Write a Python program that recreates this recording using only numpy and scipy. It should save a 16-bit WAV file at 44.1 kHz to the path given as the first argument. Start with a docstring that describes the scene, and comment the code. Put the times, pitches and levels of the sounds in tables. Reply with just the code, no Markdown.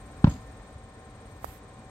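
"""On a lawn, an insect chirps high and fast with its wing strokes over outdoor rumble, faint swishes
and a far machine's whine. A hard-thrown ball thumps into a hanging backstop: the sheet slaps twice,
cracks with a hollow ring, billows and flutters, and its shaken netting rattles and settles.
Later a finger brushes and taps the camera by its right microphone."""
import sys
import numpy as np
from scipy.fft import rfft, irfft, next_fast_len
from scipy.io import wavfile
from scipy.ndimage import uniform_filter1d, minimum_filter1d, map_coordinates

SR = 44100
rng = np.random.default_rng(int(sys.argv[2]) if len(sys.argv) > 2 else 0)


def unload_audio(sound):
    """Save the sound as a 16-bit wav file, at the path given as the first command line argument."""
    columns = np.transpose(np.atleast_2d(sound))
    # keep every value between -1 and 1, then stretch to whole-number steps
    steps = np.round(np.clip(columns, -1, 1) * 32767)
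    wavfile.write(sys.argv[1], SR, steps.astype(np.int16))


N = 83790
TIME = np.arange(N) / SR


def amp(db):
    """Decibels to amplitude ratio."""
    return 10 ** (np.asarray(db) / 20)


def unit(x):
    """Normalisation to rms 1."""
    return x / np.sqrt(np.mean(x ** 2) + 1e-20)


def along(points, hz):
    """Interpolation on a logarithmic frequency axis."""
    knots, values = np.transpose(points)
    return np.interp(np.log(hz + 1), np.log(knots + 1), values)


def contour(points):
    """Linear interpolation in time."""
    return np.interp(TIME, *np.transpose(points))


def pan(db):
    """Stereo gains for a level difference, left over right."""
    return amp(np.array([[db], [-db]]) / 2)


def wobble(rate):
    """Random modulation: a spline through `rate` Gaussian values a second."""
    return map_coordinates(rng.standard_normal(int(N * rate / SR) + 4), [TIME * rate])


def filtered(x, response):
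    """Linear filtering: the spectrum times a frequency response."""
    size = next_fast_len(N + SR // 2)
    return irfft(rfft(x, size) * response(np.fft.rfftfreq(size, 1 / SR)), size)[..., :N]


# Coherence of the outdoor field: (frequency [Hz], left-right correlation [1])
FIELD_COHERENCE = [(60, 1), (130, .99), (290, 0.99), (640, 0.87), (1400, 0.42), (3100, 0), (15000, 0)]
def noise(spectrum, coherence=FIELD_COHERENCE):
    """Partially coherent stereo noise of rms 1: the mid-side ratio sets the correlation."""
    def response(hz):
        angle = np.arccos(np.clip(along(coherence, hz), -1, 1)) / 2
        return amp(along(spectrum, hz)) * [np.cos(angle), np.sin(angle)]
    mid, side = filtered(rng.standard_normal((2, N)), response)
    return unit(np.array([mid + side, mid - side]))


def fade(start, t60, attack):
    """Exponential decay, 60 dB in t60 seconds, after a quick rise."""
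    age = np.maximum(TIME - start, 0)
    return (1 - np.exp(-age / attack)) * np.exp(-np.log(1000) * age / t60)


def ring(start, hz, t60):
    """Free vibration of one damped mode."""
    return np.sin(2 * np.pi * hz * (TIME - start)) * fade(start, t60, attack=.00084)


def push(centre, hz):
    """Pressure pulse radiated by a surface that is shoved out and springs back."""
    phase_squared = (np.pi * hz * (TIME - centre)) ** 2
    return (1 - 2 * phase_squared) * np.exp(-phase_squared)


# Outdoor air: (frequency [Hz], relative level [dB])
AIR_SPECTRUM = [(12, -53), (20, -33), (40, -2), (53, 0), (126, -5), (157, -11), (225, -9), (259, -16),
                (289, -9.5), (324, -19), (465, -13), (581, -15.5), (767, -19.5), (834, -20), (1070, -19.5),
                (1230, -22), (2470, -29), (2680, -34.5), (3850, -32.5), (5090, -39), (8640, -36.5),
                (9390, -54), (15500, -55.5)]
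# Drift of the whole air noise: (time [s], gain [dB])
AIR_DRIFT = [(0, 3), (.12, 1.5), (.35, .3), (.8, 0), (1.3, -.4), (1.9, -.3)]
# Further sway of its low band: (time [s], gain [dB])
RUMBLE_SWAY = [(0, -1), (.5, 0), (.78, .5), (1.15, -3), (1.45, -2), (1.72, -3), (1.9, .5)]
def air(crossover_hz=210):
    """Broadband ambient noise under slow amplitude modulation, deeper in the low rumble."""
    broadband = amp(-46.5 + contour(AIR_DRIFT) + .68 * wobble(8.08)) * noise(AIR_SPECTRUM)
    rumble = filtered(broadband, lambda hz: 1 / (1 + (hz / crossover_hz) ** 4))
    sway = amp(contour(RUMBLE_SWAY) + .8 * wobble(12))
    return broadband - rumble + sway * rumble


# Partials of the far machine: (frequency [Hz], rms level [dB])
WHINE_PARTIALS = [(759.5, -61), (1051, -64), (1810, -68), (2394.5, -76.5)]
def machine_whine():
    """A line spectrum, each partial wavering in amplitude and phase."""
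    whine = np.zeros((2, N))
    for hz, db in WHINE_PARTIALS:
        peak = np.sqrt(2) * amp(db + 1.46 * wobble(4.12))
        phase_drift = .38 * np.array([wobble(5.2), wobble(4.9)])
        whine += peak * np.sin(2 * np.pi * hz * TIME + phase_drift)
    return whine


# Balance of the ambience: (frequency [Hz], left over right [dB])
AMBIENT_BALANCE = [(100, 0.55), (700, 0.9), (1300, 3), (2400, -0.8), (7000, 4.5), (15000, -1.5)]
def ambience():
    """Air and machine superpose, with a level difference that depends on frequency."""
    return filtered(air() + machine_whine(), lambda hz: pan(along(AMBIENT_BALANCE, hz))[:, 0])


# Bouts of chirps: (start [s], end [s], period [s], start level [dB], end level [dB])
CHIRP_BOUTS = [(.001, .29, .0544, -63.2, -63.2), (.4045, 1.91, .0531, -65.5, -65.5)]
def insect(stroke_s=.024, crest_hz=8690, sag_hz=1300, flick_hz=450):
    """Frequency modulation: each wing stroke is a thin whistle that arches, then drops at its end."""
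    chirps = np.zeros(N)
    for first, last, period, start_db, end_db in CHIRP_BOUTS:
        for start in np.arange(first, last, period):
            progress = np.clip((TIME - start - rng.normal(0, .00068)) / stroke_s, 0, 1)
            arch = crest_hz + rng.normal(0, 25) - sag_hz * (progress - .42) ** 2
            hz = arch - flick_hz * rng.uniform(.5, 1.5) * progress ** 6
            db = np.interp(start, [first, last], [start_db, end_db]) + rng.normal(0, .6)
            envelope = amp(db) * np.abs(np.sin(np.pi * progress)) ** .4
            chirps += envelope * np.sin(2 * np.pi * np.cumsum(hz) / SR)
    return pan(db=16) * chirps * amp(wobble(330))


# Faint swishes: (time [s], level [dB], half-width [s])
SWISHES = [(.06, -77, 0.14), (.215, -76, .03), (.47, -79.5, .014), (.525, -81, .012), (.567, -81, .005),
           (.71, -78, .025)]
# Their hiss: (frequency [Hz], relative level [dB])
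SWISH_SPECTRUM = [(4000, -12), (7000, -4), (10000, 0), (11700, 3.5), (15500, -9)]
def swishes():
    """High noise comes and goes under Gaussian envelopes."""
    envelope = sum(amp(db) * np.exp(-((TIME - centre) / width) ** 2) for centre, db, width in SWISHES)
    return envelope * noise(SWISH_SPECTRUM)


# Slaps of the sheet: (time [s], peak level [dB], rise time [s])
SHEET_SLAPS = [(.2425, 0, 0.0031), (.2740, -11, 0.0049)]
IMPACT_S = SHEET_SLAPS[0][0]
def thump(start_hz=246, end_hz=65.4, slacken_s=.0061, cutoff_hz=345):
    """Damped oscillation that slows as the sheet gives; the soft sheet acts as a low-pass filter."""
    swings = np.zeros(N)
    for start, db, rise in SHEET_SLAPS:
        age = np.maximum(TIME - start, 0)
        cycles = end_hz * age + (start_hz - end_hz) * slacken_s * (1 - np.exp(-age / slacken_s))
        envelope = (age / rise * np.exp(1 - age / rise)) ** 1.96
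        swings -= amp(db) * envelope * np.sin(2 * np.pi * cycles)
    return filtered(swings, lambda hz: 1 / np.sqrt(1 + (hz / cutoff_hz) ** 12))


# The settling net: (frequency [Hz], relative level [dB])
SETTLE_SPECTRUM = [(2000, -22), (4000, 3), (6000, -5), (7200, 4), (9500, -8), (12300, -4), (15500, -10)]
def net_settling():
    """Slow exponential decay: the net rustles faintly from the impact on."""
    rustle = unit(noise(SETTLE_SPECTRUM) * amp(2 * wobble(65)))
    return amp(-63) * rustle * fade(IMPACT_S, t60=1.2, attack=.004)


# Cracks of taut fabric: (time [s], level [dB], t60 [s], ring level [dB])
FABRIC_CRACKS = [(.2428, -16.5, 0.025, -33.5), (.2690, -33, 0.044, -27.5), (.2750, -35, 0.032, -38.5)]
# Their noise: (frequency [Hz], relative level [dB])
CRACK_SPECTRUM = [(150, -24), (420, -20), (600, -8), (950, 0), (1400, -13), (2000, -18), (2600, -22),
                  (3300, -19), (4500, -26), (7000, -37), (10000, -52), (15000, -54)]
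# Their coherence: (frequency [Hz], left-right correlation [1])
CRACK_COHERENCE = [(200, .95), (600, 0.35), (1200, 0.39), (15000, 0.44)]
# Modes of the backstop: (frequency [Hz], relative level [dB], t60 [s])
HOLLOW_MODES = [(573, -1, .065), (940, -1, .04), (1347, -15, .05)]
def fabric_cracks():
    """Impulse excitation: each crack is a noise burst that sets the backstop's hollow modes ringing."""
    envelope = sum(amp(db) * fade(start, t60, attack=.0005) for start, db, t60, _ in FABRIC_CRACKS)
    bursts = envelope * noise(CRACK_SPECTRUM, CRACK_COHERENCE)
    hollow = sum(amp(ring_db + db + rng.normal(0, 1.4)) * ring(start, hz, t60)
                 for start, _, _, ring_db in FABRIC_CRACKS for hz, db, t60 in HOLLOW_MODES)
    return pan(db=2) * bursts + pan(db=.5) * hollow


# The fluttering sheet: (frequency [Hz], relative level [dB])
FLUTTER_SPECTRUM = [(20, -11), (40, -2.5), (90, 7.5), (170, -4.5), (280, -5.5), (400, -28.5), (600, -23),
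                    (1200, -23), (2500, -34.5), (6000, -48), (10000, -73.5), (15000, -80)]
def flutter():
    """Irregular motion of the sheet radiates low noise that damping takes away."""
    return amp(-21) * fade(start=.2496, t60=.33, attack=.011) * noise(FLUTTER_SPECTRUM)


def billow():
    """The whole sheet bellies out in a single low mode."""
    return amp(-28) * ring(IMPACT_S + .012, hz=31, t60=.22)


# The shaken net: (frequency [Hz], relative level [dB])
RATTLE_SPECTRUM = [(1000, -17), (2200, -6), (3500, -2.5), (5000, -1), (5900, -13), (6600, 4), (7600, -0.5),
                   (9000, -16), (11500, -19), (12600, -14), (15500, -30)]
# Modes of its metal fittings: (frequency [Hz], level [dB], t60 [s])
FITTING_MODES = [(6530, -46, .04), (6930, -63, 0.27), (7400, -50, .05), (12550, -63, .1)]
def net_rattle(start=.295):
    """Shaking excites a grainy rustle in the net and damped resonances in its fittings."""
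    grains = unit(noise(RATTLE_SPECTRUM) * amp(2 * wobble(249)))
    rustle = amp(-49.5) * grains * fade(start, t60=.4, attack=.0018)
    clink = sum(amp(db + rng.normal(0, 2, (2, 1))) * ring(start, hz, t60)
                for hz, db, t60 in FITTING_MODES)
    return rustle + clink * amp(3 * wobble(199))


# The finger's brushing stroke: (time [s], level [dB])
BRUSH_LEVEL = [(1.2, -97), (1.29, -75.5), (1.40, -75), (1.435, -59), (1.485, -55), (1.575, -60.5),
               (1.605, -86), (1.66, -100)]
# Its friction noise: (frequency [Hz], relative level [dB])
FRICTION_SPECTRUM = [(500, -4), (2000, 4.5), (4000, -3.5), (6000, -4.5), (8000, -1), (9200, -4.5),
                     (10500, -4.5), (12000, 4.5), (15500, -4)]
def finger(tap_s=1.44465):
    """Friction and impact on the camera body: a gritty brush, a tap, a short scrape and a soft bump."""
    fingertip = amp(-14.5) * push(tap_s, hz=790)
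    nail = amp(-35) * push(tap_s, hz=1800)
    tap = (fingertip + nail) * np.array([[.27], [-1]])  # weaker and in antiphase on the left
    brush = amp(contour(BRUSH_LEVEL) + 1.2 * wobble(300))
    scrape = amp(-38) * fade(tap_s, t60=.023, attack=.00093)
    friction = pan(db=-8) * (brush + scrape) * noise(FRICTION_SPECTRUM)
    bump = amp(-38) * push(1.4905, hz=79)
    return tap + friction + bump


def scene(lead_s=.00009):
    """Superposition, with a time difference: backstop and ambience reach the left microphone first."""
    backstop = thump() + fabric_cracks() + flutter() + billow() + net_rattle() + net_settling()
    lead = np.array([[lead_s], [-lead_s]]) / 2
    lawn = filtered(backstop + ambience(), lambda hz: np.exp(2j * np.pi * hz * lead))
    return lawn + insect() + swishes() + finger()


def record(dry, ceiling=.98, window_s=.003, band_limit_hz=15850):
    """Peak limiting holds down the thump; the camera passes nothing above its band limit."""
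    window = int(window_s * SR)
    needed_gain = ceiling / np.maximum(np.abs(dry).max(axis=0), ceiling)
    gain = uniform_filter1d(minimum_filter1d(needed_gain, window), window)
    return filtered(dry * gain, lambda hz: hz < band_limit_hz)


dry = scene()
out = record(dry)
unload_audio(out)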